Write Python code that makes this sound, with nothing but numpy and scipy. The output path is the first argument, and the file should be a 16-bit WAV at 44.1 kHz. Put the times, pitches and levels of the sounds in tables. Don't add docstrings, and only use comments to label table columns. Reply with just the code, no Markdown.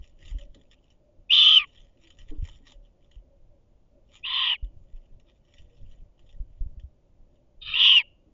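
import sys
import numpy as np
from scipy import signal
from scipy.fft import rfft, irfft, next_fast_len
from scipy.io import wavfile
from scipy.ndimage import uniform_filter1d

SR = 44100
rng = np.random.default_rng(int(sys.argv[2]) if len(sys.argv) > 2 else 0)


def transcribe(signal):
    frames = np.atleast_2d(signal).T
    limited = np.clip(frames, -1, 1)
    pcm = np.round(limited * 32767).astype(np.int16)
    wavfile.write(sys.argv[1], SR, pcm)


N = 367348
TIME = np.arange(N) / SR

# frequency_hz, relative_density_db
NIGHT_SPECTRUM = [(20, -4), (35, -3.5), (80, -12), (160, -19), (300, -26.5), (600, -28), (800, -33.5),
                  (1300, -45), (1700, -49), (3000, -46.5), (4200, -53), (7200, -52.5)]
# frequency_hz, width_hz, relative_level_db
BOX_AIR = [(254, 77.5, -6), (344.9, 78, -6), (571, 150, -2)]
# middle_s, level_db, length_s, pitch_hz
HOLLOW_TONES = [(0.424, -58.5, 0.25, 570), (0.571, -64, 0.13, 560), (1.061, -59, 0.13, 604),
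                (2.062, -66, 0.17, 330), (2.76, -67.5, .12, 556.7), (3.328, -66, 0.21, 559),
                (5.72, -68.5, 0.21, 478.3), (7.801, -64, .35, 470)]
# middle_s, level_db (before
# the trim), length_s
WEIGHT_SHIFTS = [(.005, -33, 0.086), (0.282, -44.5, 0.24), (0.452, -47, 0.69), (1.19, -52, .2),
                 (1.34, -53, .16), (1.6, -51.5, .14), (1.83, -50.5, 0.27), (2.221, -42, 0.17),
                 (2.526, -42, .26), (3.46, -50, 0.32), (4.781, -40.5, 0.24), (5.14, -43, 0.19),
                 (5.62, -44, 0.18), (5.83, -39, .14), (5.91, -41.5, 0.2), (6.03, -39.5, 0.12),
                 (6.251, -46.5, .16), (6.37, -42, 0.14), (6.5, -44.5, .28), (6.72, -39.5, 0.3),
                 (7.22, -51, .15), (7.702, -43, 0.36), (7.831, -53, 0.13)]
# frequency_hz, relative_density_db
FLOORBOARD = [(12, 0), (25, 7), (40, -4.5), (80, -10), (125, -15.5), (200, -28), (400, -41), (900, -66)]
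# start_s, peak_db (before the trim), pitch_hz, decay_s (to -60 dB)
BUMPS = [(0.314, -26, 38.4, 0.33), (0.346, -28, 53, 0.1), (2.294, -26.5, 16, 0.38),
         (2.384, -22.5, 29.5, 0.19), (2.425, -23, 76, 0.062), (2.754, -41.5, 34.2, 0.51),
         (3.163, -37, 42.6, 0.19), (4.627, -23, 42.2, 0.149), (4.934, -31, 25.2, 0.27),
         (6.4, -21.5, 34, 0.088), (6.608, -18.5, 28.7, 0.12), (6.661, -24, 38, 0.044),
         (6.772, -30.5, 49, 0.064), (6.836, -33.5, 65.3, 0.11)]
# start_s, level_db (before the fades and the wood)
SCUFFS = [(0.335, -53), (0.554, -48.5), (1.635, -60.5), (2.311, -39.5), (2.418, -57), (2.6, -53.5),
          (4.325, -64), (4.63, -57), (6.397, -60), (6.61, -57.5), (8.26, -56)]
# frequency_hz, width_hz, relative_level_db
WOOD = [(149, 210, -1), (286.4, 88.4, 8), (434, 100, -3.5), (600, 1600, -11)]
# middle_s, level_db (before the trim), length_s
SHUFFLES = [(0.068, -65.5, 0.16), (0.233, -57, 0.11), (0.291, -52.5, 0.11), (0.415, -59, 0.11),
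            (0.602, -74, 0.28), (0.731, -60, 0.052), (0.854, -74.5, 0.15), (.915, -67.5, 0.067),
            (1.77, -65, .38), (2.039, -62.5, .14), (2.104, -70, .1), (2.21, -60, 0.11), (2.3, -58.5, 0.059),
            (2.367, -74.5, 0.081), (2.486, -55, .17), (2.565, -65.5, 0.075), (2.682, -52.5, 0.075),
            (2.718, -55.5, 0.053), (2.86, -78, 0.17), (3.045, -73, .1), (3.145, -71.5, .15),
            (4.156, -56, 0.12), (4.981, -77, 0.49), (5.289, -67.5, 0.085), (5.364, -76, 0.075),
            (5.478, -71, 0.088), (5.578, -62.5, 0.18), (5.76, -73, 0.35), (5.928, -65.5, 0.14),
            (6.204, -72, .08), (6.304, -66, 0.13), (6.57, -82.5, 0.28), (7.347, -78.5, .12)]
# start_s, level_db (before the trim and the straw colour)
SNAPS = [(0.041, -46), (0.279, -38.5), (0.31, -38.5), (0.386, -42.5), (0.546, -40), (0.713, -44.5),
         (.903, -47.5), (1.748, -49), (2.073, -42.5), (2.104, -40.5), (2.188, -39), (2.452, -36),
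         (2.669, -37), (2.72, -38.5), (3.114, -44.5), (4.163, -40.5), (4.644, -51), (5.198, -48.5),
         (5.539, -43), (5.584, -42), (6.193, -51), (6.797, -50.5)]
# frequency_hz, relative_density_db
STRAW_SPECTRUM = [(530, -45), (900, -10.5), (1090, -16.5), (1220, -11.5), (1530, -22), (1890, -5.5),
                  (2510, -8.5), (2670, -3.5), (2910, 3), (3680, -6), (4310, -21.5), (4950, -18),
                  (5550, -11.5), (6320, -19.5), (7000, -10), (9360, -32.5), (15800, -120)]
# start_s, length_s, level_db (before the fades)
HISS_CALL = (7.606, .27, -36.5)
# frequency_hz, width_hz, open_beak_db, shut_beak_loss_db
HISS_THROAT = [(1309, 400, -10.5, 18), (1740, 340, -17.5, 19.5), (2663, 660, -1, 14), (3050, 570, 2.5, 10),
               (3690, 280, 1, 1.5), (4060, 280, -8, 5), (4750, 410, -23, 6), (5370, 490, -32.5, 17.5)]
# start_s, length_s, level_db (at mid-length, before the partials' gains), growth_db_per_s, pitch_hz, glide_hz_per_s
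UNDERTONES = [(1.301, .36, -42.5, 10, 1232, 170.5), (4.241, .315, -39, 19.5, 1043, -110),
              (7.743, .29, -42, -8.5, 1051, 125.5)]
# pitch_multiple, width_hz, relative_level_db
UNDERTONE_PARTIALS = [(1, 179, -1.5), (1.19, 520, -10.5), (1.55, 295, -14.5), (2, 602.5, -2.5),
                      (2.449, 501.5, -2)]
# start_s, full_voice_s, climax_s, end_s, effort_db, weaker_at_first_db, weaker_before_climax_db,
# weaker_in_slide_db, pitch_hz, roughness_before_climax (0-1)
SCREECHES = [(1.290, 1.412, 1.579, 1.654, -15, 2.6, 0, 18, 3278, .44),
             (4.225, 4.401, 4.534, 4.572, -25.5, 7.5, -1, 7, 3171, .76),
             (7.723, 7.852, 7.982, 8.027, -14.5, 10, 1.5, 10.5, 3108, .4)]
# frequency_hz, gain_db
THROAT = [(1300, -41), (1900, -8), (2150, -7), (2480, -5), (2750, 0.5), (3750, -1.5), (4050, -20.5),
          (4350, -24.5), (7000, -28.5)]
# throat_multiple, width_hz, level_db (at a flow of -10 dB), extra_db_per_db of flow
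THROAT_AIR = [(1.23, 420, -22, -0.5), (1.488, 486, -33, -0.08), (1.69, 351, -32, 0.65),
              (1.89, 413, -34.5, 1), (2.1, 519.6, -45.5, 1)]
# frequency_hz, gain_db
BOX_COLOUR = [(700, -3.5), (1000, 0), (1280, 0), (1520, -8), (1800, 4), (2100, 1.5), (2520, .5), (3000, .5),
              (3730, 2), (3980, -2), (4330, -3), (4700, 1.5), (5080, 1), (5400, 3), (5650, -1.5),
              (5900, 0.5), (6300, -2.5), (7000, 3.5)]

LIP_S, SCOOP_S, BREAK_S, CLEAR_S, GIVE_S, STOP_S = .014, .019, .046, .035, .015, .012
START_DB, LIP_DB, SCOOP_DB, CLIMAX_DB, GIVE_DB, STOP_DB = -21, -5.5, 3.5, 3.5, -9.5, -18
WHISTLE_ROUGH, BREAK_ROUGH, FULL_ROUGH, CLIMAX_ROUGH, GIVE_ROUGH, SLIDE_ROUGH = .06, .93, .88, .16, .39, .05
START_PITCH, SCOOP_PITCH, CLEAR_PITCH, CLIMAX_PITCH, GIVE_PITCH = .78, .865, .97, .918, .83
SLIDE_HZ, STOP_HZ = 2199, 2110


def gain_of(db):
    return 10 ** (np.asarray(db) / 20)


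def evened(x):
    return x / np.sqrt(np.mean(x ** 2) + 1e-20)


def add(mix, start_s, sound):
    part = mix[max(round(start_s * SR), 0):][:len(sound)]
    part += sound[:len(part)]


def noise_for(like):
    return rng.standard_normal(SR)[:len(like)]


def wander(rate_hz, size=SR):
    lowpass = signal.butter(2, rate_hz, fs=SR, output="sos")
    return evened(signal.sosfilt(lowpass, rng.standard_normal(size)))


def curves(rows):
    times, *columns = np.transpose(rows)
    t = TIME[(TIME >= times[0]) & (TIME <= times[-1])]
    return t[0], [np.interp(t, times, column) for column in columns]


def filtered(x, points):
    hz, db = np.transpose(points)
    size = 2 * next_fast_len(len(x) // 2 + 1024)
    bins_hz = np.fft.rfftfreq(size, 1 / SR)
    gain = gain_of(np.interp(np.log(bins_hz + 1), np.log(hz + 1), db))
    return irfft(rfft(x, size) * gain, size)[:len(x)]


def coloured(x, points):
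    return evened(filtered(x, points)) * np.std(x)


def resonate(x, hz, width_hz, order=4):
    turn = np.exp(2j * np.pi * np.cumsum(hz * np.ones(len(x))) / SR)
    r = np.exp(-np.pi * width_hz / SR)
    stages = [[1 - r, 0, 0, 1, -r, 0]] * order
    return 2 * (turn * signal.sosfilt(stages, x / turn + 1e-18)).real


def swell(middle_s, level_db, length_s, edge_db=20, roundness=1.25):
    t = TIME[max(round((middle_s - length_s) * SR), 0):round((middle_s + length_s) * SR)]
    distance = abs(t - middle_s) / (length_s / 2)
    return t[0], gain_of(level_db - edge_db * distance ** roundness)


def movements(rows):
    out = np.zeros(N)
    for row in rows:
        add(out, *swell(*row))
    return out


def hollow_tones(width_hz=70):
    out = np.zeros(N)
    for middle_s, level_db, length_s, pitch_hz in HOLLOW_TONES:
        start_s, envelope = swell(middle_s, level_db, length_s)
        tone = evened(resonate(noise_for(envelope), pitch_hz, width_hz))
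        add(out, start_s, envelope * tone)
    return out


def night(wash_db=-60, hum_db=-74, waver_db=3, waver_hz=6.67):
    wash = gain_of(wash_db) * coloured(rng.standard_normal(N), NIGHT_SPECTRUM)
    air = rng.standard_normal(N)
    level = gain_of(hum_db + waver_db * wander(waver_hz, size=N))
    hum = level * sum(gain_of(db) * evened(resonate(air, hz, width)) for hz, width, db in BOX_AIR)
    return wash + hum + hollow_tones()


def box(shift_trim_db=-1, bump_trim_db=-.5, attack_s=.005):
    load = movements(WEIGHT_SHIFTS)
    out = gain_of(shift_trim_db) * load * coloured(rng.standard_normal(N), FLOORBOARD)
    t = TIME[:SR // 2]
    for start_s, peak_db, pitch_hz, decay_s in BUMPS:
        envelope = (1 - np.exp(-t / attack_s)) * gain_of(-60 * t / decay_s)
        swing = np.sin(2 * np.pi * pitch_hz * t) * envelope
        add(out, start_s, gain_of(peak_db + bump_trim_db) * swing / abs(swing).max())
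    return out


def scuffs(decay_s=.22, attack_s=.0055):
    drive, t = np.zeros(N), TIME[:SR // 3]
    for start_s, level_db in SCUFFS:
        add(drive, start_s, gain_of(level_db - 60 * t / decay_s) * (1 - np.exp(-t / attack_s)))
    grit = rng.standard_normal(N)
    ringing = sum(gain_of(db) * evened(resonate(grit, hz, width)) for hz, width, db in WOOD)
    return drive * evened(ringing)


def stalks(x, depth_db=4.5):
    spectrum = signal.stft(x, nperseg=256)[2]
    across_pitch = uniform_filter1d(rng.standard_normal(spectrum.shape), size=3, axis=0)
    patches = evened(uniform_filter1d(across_pitch, size=11, axis=1))
    return signal.istft(spectrum * evened(gain_of(depth_db * patches)), nperseg=256)[1][:N]


def straw(cracks_per_s=420, spread_db=4, rub=.6, shuffle_trim_db=.22,
          snap_trim_db=-11.52, snap_decay_s=.022, settle_db=-9, settle_decay_s=.13):
    pressure = gain_of(shuffle_trim_db) * movements(SHUFFLES)
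    size = gain_of(spread_db * np.minimum(rng.exponential(1, N), 4)) * rng.choice([-1, 1], N)
    cracks = evened(size * (rng.random(N) < cracks_per_s / SR))
    drive = pressure * evened(cracks + rub * rng.standard_normal(N))
    t = TIME[:SR // 5]
    dying = gain_of(-60 * t / snap_decay_s) + gain_of(settle_db - 60 * t / settle_decay_s)
    for start_s, level_db in SNAPS:
        add(drive, start_s, gain_of(level_db + snap_trim_db) * dying * rng.standard_normal(len(t)))
    return stalks(coloured(drive, STRAW_SPECTRUM))


def hiss_call(start_s, length_s, level_db, flutter=.41, flutter_hz=150,
              opening_s=.048, attack_s=.018, release_s=.06):
    t = TIME[:round(length_s * SR)]
    air = noise_for(t) * (1.5 + flutter * wander(flutter_hz)[:len(t)])
    shut = np.clip(1.5 - t / opening_s, 0, 1)
    voice = sum(gain_of(db - loss_db * shut) * resonate(air, hz, width)
                for hz, width, db, loss_db in HISS_THROAT)
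    fades = np.minimum(t / attack_s, 1) ** 2 * np.minimum(t[::-1] / release_s, 1)
    return start_s, gain_of(level_db) * fades * evened(voice)


def membrane(hz, rough, jitter_hz=215, shimmer=.49):
    jitter, shake = wander(210)[:len(hz)], wander(330)[:len(hz)]
    wavering_hz = hz + jitter_hz * np.sqrt(rough) * np.tanh(jitter)
    phase = 2 * np.pi * (np.cumsum(wavering_hz) / SR + rng.random())
    return evened(1 + shimmer * np.sqrt(rough) * shake) * np.exp(1j * phase)


def undertone(start_s, length_s, level_db, growth_db_per_s, pitch_hz, glide_hz_per_s,
              ends_db=-8.5, arch=.04, sag=.15, sag_s=.17, clear_db=-4, hoarse_db=-2, rough=.15):
    t = TIME[:round(length_s * SR)]
    air = noise_for(t)
    from_middle_s = t - length_s / 2
    off_middle = (2 * t / length_s - 1) ** 2
    hz = pitch_hz * (1 - arch * off_middle) + glide_hz_per_s * from_middle_s
    hz = hz * (1 - sag * gain_of(-60 * t[::-1] / sag_s))
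    hoarse = sum(gain_of(db + hoarse_db) * evened(resonate(air, multiple * hz, width))
                 for multiple, width, db in UNDERTONE_PARTIALS)
    core = gain_of(clear_db) * evened(membrane(hz, rough).real)
    level = gain_of(level_db + ends_db * off_middle + growth_db_per_s * from_middle_s)
    return start_s, level * (hoarse + core) * signal.windows.tukey(len(t), .12)


def course(start, full, climax, end, level_db, weak_db, sag_db, slide_db, pitch_hz, late_rough):
    early_db = level_db - weak_db
    ending_db = level_db - slide_db
    return curves([
        (start, early_db + START_DB, START_PITCH * pitch_hz, WHISTLE_ROUGH),
        (start + LIP_S, early_db + LIP_DB, START_PITCH * pitch_hz, WHISTLE_ROUGH),
        (start + SCOOP_S, early_db + SCOOP_DB, SCOOP_PITCH * pitch_hz, WHISTLE_ROUGH),
        (start + BREAK_S, early_db, pitch_hz, BREAK_ROUGH),
        (full, level_db, pitch_hz, FULL_ROUGH),
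        (climax - CLEAR_S, level_db - sag_db, CLEAR_PITCH * pitch_hz, late_rough),
        (climax, level_db + CLIMAX_DB, CLIMAX_PITCH * pitch_hz, CLIMAX_ROUGH),
        (climax + GIVE_S, level_db + GIVE_DB, GIVE_PITCH * pitch_hz, GIVE_ROUGH),
        (end - STOP_S, ending_db, SLIDE_HZ, SLIDE_ROUGH),
        (end, ending_db + STOP_DB, STOP_HZ, SLIDE_ROUGH)])


def screech(row, lower_split_hz=182.32, upper_split_hz=254.4, rasp_hz=270, rasp_depth=.48,
            octave_db=-22, throat_follow=.62, air_fall_db_per_s=210):
    start_s, (effort_db, hz, rough) = course(*row)
    rough, effort = np.clip(rough, 0, 1), gain_of(effort_db)

    drift, stutter = wander(77.1)[:len(hz)], wander(140)[:len(hz)]
    rasp_phase = 2 * np.pi * np.cumsum(rasp_hz * (1 + .3 * drift)) / SR
    beat = 1 + rasp_depth * np.sqrt(rough) * np.sin(rasp_phase)
    beat = evened(beat * (1 + .2 * np.tanh(stutter)))

    lower = membrane(hz - lower_split_hz * rough, rough)
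    upper = membrane(hz + upper_split_hz * rough, rough)
    steady_power = np.sqrt(2 / (1 + rough ** 2))
    tone = (lower + rough * upper) * beat * steady_power
    whistle = filtered(effort * tone.real, THROAT)
    octave = gain_of(octave_db) * effort ** 2 * (lower ** 2).real

    middle_hz = np.median(hz)
    throat_hz = middle_hz * (hz / middle_hz) ** throat_follow
    throat_hz = throat_hz * (1 + .03 * rough * wander(45)[:len(hz)])
    fall_db = air_fall_db_per_s * TIME[:len(hz)]
    flow_db = np.maximum.accumulate(effort_db + fall_db) - fall_db
    puffs = noise_for(hz) * beat
    air = sum(gain_of(db + growth * (flow_db + 10)) * evened(resonate(puffs, multiple * throat_hz, width))
              for multiple, width, db, growth in THROAT_AIR)
    breath = gain_of(flow_db) * (.25 + .62 * rough) * air
    return start_s, (whistle + octave + breath) * signal.windows.tukey(len(hz), .07)


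def surroundings(x, walls_db=-7.5, walls_decay_s=.02, far_db=-38.5, far_decay_s=.36,
                 far_hz=2800, far_width_hz=1700, reflections_per_s=3000):
    t = TIME[:SR]
    near, far = rng.standard_normal((2, SR)) * (rng.random((2, SR)) < reflections_per_s / SR)
    near *= gain_of(-60 * t / walls_decay_s) * (t > .001)
    far *= gain_of(-60 * t / far_decay_s) * (t > .02)
    far = resonate(far / np.linalg.norm(far), far_hz, far_width_hz)
    echo = gain_of(walls_db) * near / np.linalg.norm(near) + gain_of(far_db) * far
    return x + signal.fftconvolve(x, echo)[:N]


def scene():
    calls = np.zeros(N)
    for row in SCREECHES:
        add(calls, *screech(row))
    for row in UNDERTONES:
        add(calls, *undertone(*row))
    add(calls, *hiss_call(*HISS_CALL))
    reflected = surroundings(filtered(calls, BOX_COLOUR) + straw())
    return (reflected + box() + scuffs() + night())[None]


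def record(dry, ceiling_db=-6, edge_hz=7300):
    envelope = uniform_filter1d(abs(signal.hilbert(dry[0], next_fast_len(N))[:N]), 24)
    limited = dry / (1 + (envelope / gain_of(ceiling_db)) ** 6) ** (1 / 6)
    lowpass = signal.firwin(611, edge_hz, window=("kaiser", 8), fs=SR)
    return signal.oaconvolve(limited, lowpass[None], "same")


dry = scene()
out = record(dry)
transcribe(out)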